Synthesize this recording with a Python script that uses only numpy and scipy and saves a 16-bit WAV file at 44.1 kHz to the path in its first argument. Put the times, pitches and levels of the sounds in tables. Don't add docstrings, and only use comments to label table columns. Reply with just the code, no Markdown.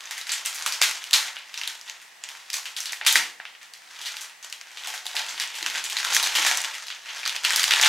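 import sys
import numpy as np
from scipy import signal
from scipy.fft import rfft, irfft, next_fast_len
from scipy.io import wavfile
from scipy.ndimage import uniform_filter1d, minimum_filter1d

SR = 44100
rng = np.random.default_rng(int(sys.argv[2]) if len(sys.argv) > 2 else 0)


def output_pcm(signal):
    pcm = np.clip(np.atleast_2d(signal).T, -1, 1) * 32767
    wavfile.write(sys.argv[1], SR, np.round(pcm).astype(np.int16))


N = 347508


def amp(db):
    return 10 ** (np.asarray(db) / 20)


def evened(x):
    return x / np.sqrt(np.mean(x ** 2) + 1e-20)


def read(points, hz):
    f, value = np.transpose(points)
    return np.interp(np.log(hz + 1), np.log(f + 1), value)


def coloured(x, points):
    size = next_fast_len(x.shape[-1])
    gain = amp(read(points, np.fft.rfftfreq(size, 1 / SR)))
    return irfft(rfft(x, size) * gain, size)[..., :x.shape[-1]]


# f/Hz, relative level/dB
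HUSH_SPECTRUM = [(18, -69), (30, -45), (138, -21), (486, -13), (822, -3), (1460, -6), (1910, 3),
                 (2170, -1.5), (3870, -8.5), (7470, -11), (14000, -21), (16000, -23)]
HUSH_LEVEL_DB = -53
# f/Hz, gain/dB
SIDE_SPECTRUM = [(60, -2), (150, -4), (380, -2.5), (950, -0.5), (2000, -6.5), (4000, -3.5), (8000, -1),
                 (11000, -5.5), (15000, -44)]


def hush():
    mid, side = coloured(rng.standard_normal((2, N)), HUSH_SPECTRUM)
    side = coloured(side, SIDE_SPECTRUM)
    return amp(HUSH_LEVEL_DB) * np.array([mid + side, mid - side]) / mid.std()


# f/Hz, t60/s
ROOM_T60 = [(300, 0.55), (800, 0.4), (2000, 0.33), (5500, 0.29), (14000, 0.26)]


def tail():
    spacing, build_up_s = 16, 0.0024
    taps = np.zeros(SR)
    slots = np.arange(0, SR - spacing, spacing)
    taps[slots + rng.integers(0, spacing, len(slots))] = rng.choice([-1., 1.], len(slots))
    hz, t, bands = signal.stft(taps, SR, nperseg=256)
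    bands = bands * amp(-60 * t / read(ROOM_T60, hz)[:, None])
    decayed = signal.istft(bands, SR, nperseg=256)[1][:SR]
    decayed = decayed * (1 - np.exp(-(np.arange(SR) / SR / build_up_s) ** 2))
    return decayed / np.linalg.norm(decayed)


# t/ms, level/dB
EARLY_ECHOES = [(7.2, -16), (13, -17.5), (18, -32), (22, -25.5)]
TAIL_DB, TAIL_SIDE_DB = 0.5, -9.0


def late_field(thrown):
    turn = np.pi * np.arange(N) / SR / .37
    late = np.zeros(N)
    for k in range(3):
        share = thrown * np.sqrt(2 / 3) * np.cos(turn + k * np.pi / 3)
        late += signal.fftconvolve(share, tail())[:N]
    return late


def room(direct, walls, thrown):
    early = np.zeros(SR // 20)
    for ms, db in EARLY_ECHOES:
        early[round(ms * SR / 1000)] = amp(db)
    late = amp(TAIL_DB) * late_field(thrown)
    mid = direct + signal.oaconvolve(walls, early)[:N] + late
    side = amp(TAIL_DB + TAIL_SIDE_DB) * coloured(late_field(thrown), SIDE_SPECTRUM)
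    return np.array([mid + side, mid - side])


def struck(events, modes, soft_s):
    t = np.arange(SR // 4) / SR
    ring = sum(amp(db - 60 * t / t60) * np.sin(2 * np.pi * hz * t) for hz, db, t60 in modes)
    ring = ring * (1 - np.exp(-(t / soft_s) ** 2))
    blows = np.zeros(N)
    for s, db in events:
        blows[round(s * SR)] = amp(db)
    return signal.oaconvolve(blows, ring / abs(ring).max())[:N]


# t/s, peak level/dB
BOX_KNOCKS = [(.814, -51), (3.153, -41), (5.317, -55), (5.618, -46), (5.748, -54), (6.388, -43.5)]
# f/Hz, relative level/dB, t60/s
BOX_MODES = [(163, -14.5, 0.14), (225, -4, 0.08), (272, -8, 0.16), (335, 9.5, 0.04), (459, 3.5, 0.045)]


def thumps():
    return struck(BOX_KNOCKS, BOX_MODES, soft_s=0.0055)


# t/s, peak level before the high-pass/dB
LID_TAPS = [(3.016, -32), (3.399, -41), (4.875, -30.5), (4.938, -37), (5.056, -33), (5.146, -29),
            (5.205, -31), (6.233, -24.5), (6.512, -24), (7.663, -30), (7.834, -21.5)]
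# f/Hz, relative level/dB, t60/s
LID_MODES = [(748, -1, 0.095), (849, 7, 0.027), (977, -18, 0.012), (1810, -4.5, 0.035)]


def lid_taps():
    high_pass = signal.butter(2, 450, "high", fs=SR, output="sos")
    return signal.sosfilt(high_pass, struck(LID_TAPS, LID_MODES, soft_s=0.0004))


# f/Hz, relative level/dB
PAPER_SPECTRUM = [(24, -64), (40, -40), (121, -45), (363, -22), (479, -17), (873, -6.5), (1090, -6.5),
                  (1950, 0.5), (2150, -1), (3220, -0.5), (6330, -3), (13400, -15.5), (16000, -25.5)]
LEAD_MS, CREAK_MS, CREAK_DB = 4, 1.1, -9.0


def buckle(ring_hz, treble_db, body_db, burst_ms, ring_db, sharp):
    size = 1024
    hz = np.fft.rfftfreq(size, 1 / SR)
    ms = 1000 * np.arange(size) / SR - LEAD_MS
    creak = amp(CREAK_DB) * np.exp(ms / CREAK_MS)
    shape = np.where(ms < 0, creak, np.exp(-(ms / burst_ms) ** 2))
    slips = rng.standard_normal((len(ring_hz), size)) * shape

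    patch_db = ring_db / (1 + (sharp * np.log((hz + 1) / ring_hz[:, None])) ** 2)
    treble_shelf_db = treble_db[:, None] / (1 + (6000 / (hz + 1)) ** 4)
    body_shelf_db = body_db[:, None] / (1 + (hz / 1200) ** 4)
    colour_db = read(PAPER_SPECTRUM, hz) + patch_db + treble_shelf_db + body_shelf_db

    log_gain = np.log(amp(colour_db))
    circle = np.concatenate([log_gain, log_gain[:, -2:0:-1]], axis=1)
    causal = np.exp(np.conj(signal.hilbert(circle))[:, :len(hz)])
    burst = irfft(rfft(slips) * causal, size)
    burst = burst / abs(burst).max(axis=1, keepdims=True)
    pulse = np.roll(irfft(causal, size), round(LEAD_MS * SR / 1000), axis=1)
    return burst, pulse * (burst.std(axis=1) / pulse.std(axis=1))[:, None]


# t/s, crackle level/dB
HAND_EFFORT = [(0, -44), (.25, -46), (.6, -41), (1, -44), (1.3, -44.5), (1.45, -48.5), (1.7, -51.5),
               (2.15, -59), (2.3, -45.5), (3, -61), (3.35, -104), (3.88, -50), (3.95, -44), (4.06, -45.5),
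               (4.27, -45), (4.33, -55.5), (4.7, -51), (4.85, -37.5), (5.03, -49), (5.2, -34.5),
               (5.5, -40.5), (5.78, -32), (5.85, -40.5), (6.15, -30), (6.3, -33), (6.39, -21.5),
               (6.55, -30.5), (6.82, -45), (6.9, -50), (7.03, -48), (7.16, -37.5), (7.42, -43),
               (7.47, -30.5), (7.68, -30.5), (7.88, -20)]
SHOWER_DB, SHOWER_DB_PER_DB, SHOWER_RISE_S, SHOWER_T60_S = -26, 0.87, 0.002, 0.38
SHOWER_TREBLE_DB, SHOWER_TREBLE_INHERITED, SHOWER_BODY_DB = 0.5, 0.78, -2.5
RUB_TREBLE_DB = -2.5


def effort():
    s, db, _, treble_db, thrown_db = np.transpose(CREASE_SNAPS)
    t = np.arange(N) / SR
    power = amp(SHOWER_DB + SHOWER_DB_PER_DB * (db + thrown_db)) ** 2
    shower_treble_db = SHOWER_TREBLE_DB + SHOWER_TREBLE_INHERITED * treble_db
    starts = np.zeros((2, N))
    starts[:, np.round(s * SR).astype(int)] = power, power * shower_treble_db
    rise = 1 - np.exp(-t[:SR] / SHOWER_RISE_S)
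    shower = (rise * amp(-60 * t[:SR] / SHOWER_T60_S)) ** 2
    showered, weighted_treble = signal.oaconvolve(starts, [shower], axes=1)[:, :N]
    rubbed = amp(np.interp(t, *np.transpose(HAND_EFFORT))) ** 2
    return rubbed, abs(showered), weighted_treble


CRACKLE_THROWN_DB = -2.5


def crackle(per_s=900, slide_db=-9, body_db=3):
    rubbed, showered, weighted_treble = effort()
    power = rubbed + showered
    treble_db = (RUB_TREBLE_DB * rubbed + weighted_treble) / power
    low_db = SHOWER_BODY_DB * showered / power

    count = 24
    flat, ring_hz = np.zeros(count), np.geomspace(900, 7500, count)
    grains = np.array(buckle(ring_hz, flat, flat + body_db, burst_ms=0.63, ring_db=10, sharp=4.3))
    drift = uniform_filter1d(uniform_filter1d(rng.standard_normal(N), 300), 300)
    clumps_db = 3.5 * evened(drift)
    size_db = 4.5 * np.minimum(rng.exponential(1, N), 3.2)
    hits = (rng.random(N) < per_s / SR) * amp(size_db + clumps_db)
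    patch = rng.integers(0, count, N)
    small = np.zeros((2, N))
    for k in range(count):
        small += signal.oaconvolve([hits * (patch == k)], grains[:, k], axes=1)[:, :N]
    slide = evened(coloured(rng.standard_normal(N), PAPER_SPECTRUM))
    sheet = evened(small) + amp(slide_db) * slide

    low = signal.sosfiltfilt(signal.butter(2, 1200, fs=SR, output="sos"), sheet)
    top = signal.sosfiltfilt(signal.butter(2, 6000, "high", fs=SR, output="sos"), sheet)
    sheet = sheet + (amp(treble_db) - 1) * top + (amp(low_db) - 1) * low
    direct, thrown = np.sqrt(power) * sheet
    return np.array([direct, amp(CRACKLE_THROWN_DB) * direct, amp(CRACKLE_THROWN_DB) * thrown])


# t/s, burst peak
# level/dB, patch ring f/Hz, treble level/dB, share thrown into the room/dB
CREASE_SNAPS = [(0.1101, -16.5, 1880, 3, 1), (.1796, -20.5, 1920, 5, 2), (0.2695, -22.5, 1850, 4, 5),
                (0.2933, -13.5, 4540, -5.5, 5), (0.3189, -13, 7700, 1.5, 5), (0.45, -22, 3020, 7, 11.5),
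                (.46, -11, 7700, 7, -0.5), (0.546, -22, 1940, 16.5, 5), (0.5923, -24, 3830, 4, 0),
                (0.6237, -18, 7750, -2, -2), (0.6624, -8, 1200, 3.5, 1), (.7234, -12, 5200, 3, 2),
                (0.8161, -0.5, 2060, -1, -3), (0.8237, 2, 3940, 8, -2.5), (1.0408, -16.5, 3020, 7, -5),
                (1.11, -16, 3660, 10, -6.5), (1.1318, -0.5, 3950, 4, 5.5), (1.1382, -1, 5600, 2, -20),
                (1.2817, -20.5, 1770, -17, -3), (1.3671, -19, 2900, -42, -1.5),
                (1.3888, -32.5, 4180, 14, -27.5), (1.5421, -17.5, 3500, -2.5, -0.5),
                (1.5762, -16.5, 5500, -3, 0), (1.6143, -14, 2570, -6.5, -7), (1.6349, -15.5, 3030, -6, 0.5),
                (1.6761, -10.5, 3970, 5, -4.5), (1.8128, -25, 5900, 3, -5), (1.878, -27.5, 3420, -6, 4.5),
                (1.8977, -17.5, 6540, -3, -7), (2.017, -36, 2000, 7, 5.5), (2.2384, -16.5, 7300, -9, -4),
                (2.289, -21, 3420, 8, -3), (2.5021, -14.5, 5300, 0, -5), (2.5314, -16, 4660, 9, 5.5),
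                (2.656, -20.5, 2860, 0.5, 4), (2.7655, -17, 3900, 3.5, 4.5), (2.8044, -16, 5850, 9, -2),
                (2.8573, -18, 4370, 1, 2), (2.8944, -19.5, 3370, -11, -1), (2.922, -18, 4910, 24, -3),
                (2.932, -13.5, 1930, -4, -5), (3.013, -16, 2250, -53, -3), (3.0496, -18.5, 3010, -6, 3),
                (3.0652, 8, 3420, 3.5, -2), (3.072, -10, 11200, 20, -3), (3.126, -5.5, 7060, 28, -5.5),
                (3.1565, -0.5, 1980, 0, -0.5), (3.4003, -21.5, 1690, -78, -5), (3.453, -20, 2910, -22, -2),
                (3.5503, -33, 2950, -27, -5), (3.6142, -33.5, 1820, -6, 5.5), (3.6304, -28, 2280, 4, -4.5),
                (3.7367, -25.5, 4520, 4, -2.5), (4.015, -23, 3220, 5, 3.5), (4.058, -21.5, 4100, 2, 8.5),
                (4.168, -17.5, 3450, 2, -0.5), (4.21, -27.5, 7550, 20, 5), (4.4276, -27.5, 6160, -0.5, 6),
                (4.4997, -25, 5600, 3, -5), (4.5263, -16.5, 2930, 3, -4.5), (4.6129, -22, 2300, -6, -8),
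                (4.7726, -22.5, 3330, -5, 2.5), (4.8366, -22.5, 3190, -4, -18), (4.873, -16, 2980, 10, 1),
                (4.94, -22, 1660, 4, 3.5), (4.9776, -22, 3790, -4, -4), (5.056, -24, 4500, 2, 2),
                (5.0661, -13.5, 3930, 7, -4.5), (5.1531, -20, 1820, 5, 7.5), (5.1665, -9, 4100, -7, 0.5),
                (5.287, -29, 6370, 1, 13), (5.3993, -11, 4830, 0, -1.5), (5.418, -19.5, 2800, 2, 6.5),
                (5.553, -22.5, 2950, 7, 8.5), (5.6278, -15, 4100, -2, -7), (5.6629, -7, 2700, -1, -5),
                (5.7001, -16, 3300, 9, -9), (5.8406, -15, 7100, 6, 2.5), (5.864, -17, 3500, -14, -3),
                (5.8993, -17.5, 3250, 6, 3.5), (5.9686, -8, 4100, -3, -3), (5.986, -16.5, 4780, 6, -1),
                (6.0484, -9, 1430, -1, -1.5), (6.1315, -17, 4000, 11, 11), (6.1483, -5, 6030, 5, 2),
                (6.1661, -3, 1930, 2, -24), (6.228, -10, 3980, 9, 4), (6.3524, -11, 3120, 4.5, 8),
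                (6.421, -15, 1610, 4, -1), (6.4645, -7, 1730, 2, 5.5), (6.5134, -7, 1930, 1, -12),
                (6.573, -8, 5840, 9, -5.5), (6.6163, -15, 6850, 19, -10), (6.654, -15.5, 3400, -11, -12),
                (6.7434, -21, 2150, 3, 1.5), (6.8687, -21.5, 3900, 4, 1.5), (6.883, -21, 5900, -8, -3.5),
                (6.903, -19.5, 3110, -12, 2), (7.056, -36, 2470, -8, 13.5), (7.0844, -31.5, 3100, -21, 12),
                (7.232, -20, 2370, -25, 1), (7.254, -13, 4520, -6, 0.5), (7.2616, -9, 2060, -10, -4),
                (7.277, -11.5, 4000, 3, -4), (7.295, -11.5, 3020, -2, -6), (7.3637, -12.5, 3070, -7, -6),
                (7.443, -14.5, 4450, -2, 8.5), (7.4495, -4.5, 3060, -6, -4.5),
                (7.5058, -8.5, 1690, -5, -0.5), (7.5226, -12.5, 8000, 2, -0.5),
                (7.5607, -5.5, 4300, 14.5, -2.5), (7.595, -8.5, 4420, 2, 0), (7.6317, -8, 4880, 10, 1.5),
                (7.641, 6, 3080, -2, -15.5), (7.7096, -2.5, 2580, -5, 1), (7.7372, -3, 3030, -10, -20),
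                (7.7979, -6.5, 1670, -21, -12), (7.8136, -3.5, 6670, 8, 0.5), (7.8357, -1.5, 3150, -24, -2),
                (7.848, -3, 2920, 6.5, -10), (7.867, -6.5, 3600, -4, 5)]
BODY_AT_3KHZ_DB, BODY_DB_PER_OCTAVE = -5, -4


def snaps():
    s, db, ring_hz, treble_db, thrown_db = np.transpose(CREASE_SNAPS)
    body_db = BODY_AT_3KHZ_DB + BODY_DB_PER_OCTAVE * np.log2(ring_hz / 3000)
    burst_ms = 1.375 * amp(0.18 * thrown_db)[:, None]
    burst, pulse = buckle(ring_hz, treble_db, body_db, burst_ms, ring_db=8, sharp=5.1)
    start = np.round((s - LEAD_MS / 1000) * SR).astype(int)
    at = start[:, None] + np.arange(burst.shape[1])
    out = np.zeros((3, N + burst.shape[1]))
    np.add.at(out[0], at, amp(db)[:, None] * burst)
    np.add.at(out[1], at, amp(db + .5 * thrown_db)[:, None] * burst)
    np.add.at(out[2], at, amp(db + thrown_db)[:, None] * pulse)
    return out[:, :N]


def scene():
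    box = thumps() + lid_taps()
    direct, walls, thrown = snaps() + crackle() + box
    balance_db = np.array([[.15], [-.15]])
    return room(direct, walls, thrown) * amp(balance_db) + hush()


def record(dry):
    headroom = np.minimum(1, .97 / (abs(dry).max(axis=0) + 1e-9))
    gain = uniform_filter1d(minimum_filter1d(headroom, size=181), size=91)
    low_pass = signal.firwin(511, 15900, window=("kaiser", 9), fs=SR)
    return signal.oaconvolve(dry * gain, low_pass[None], "same")


dry = scene()
out = record(dry)
output_pcm(out)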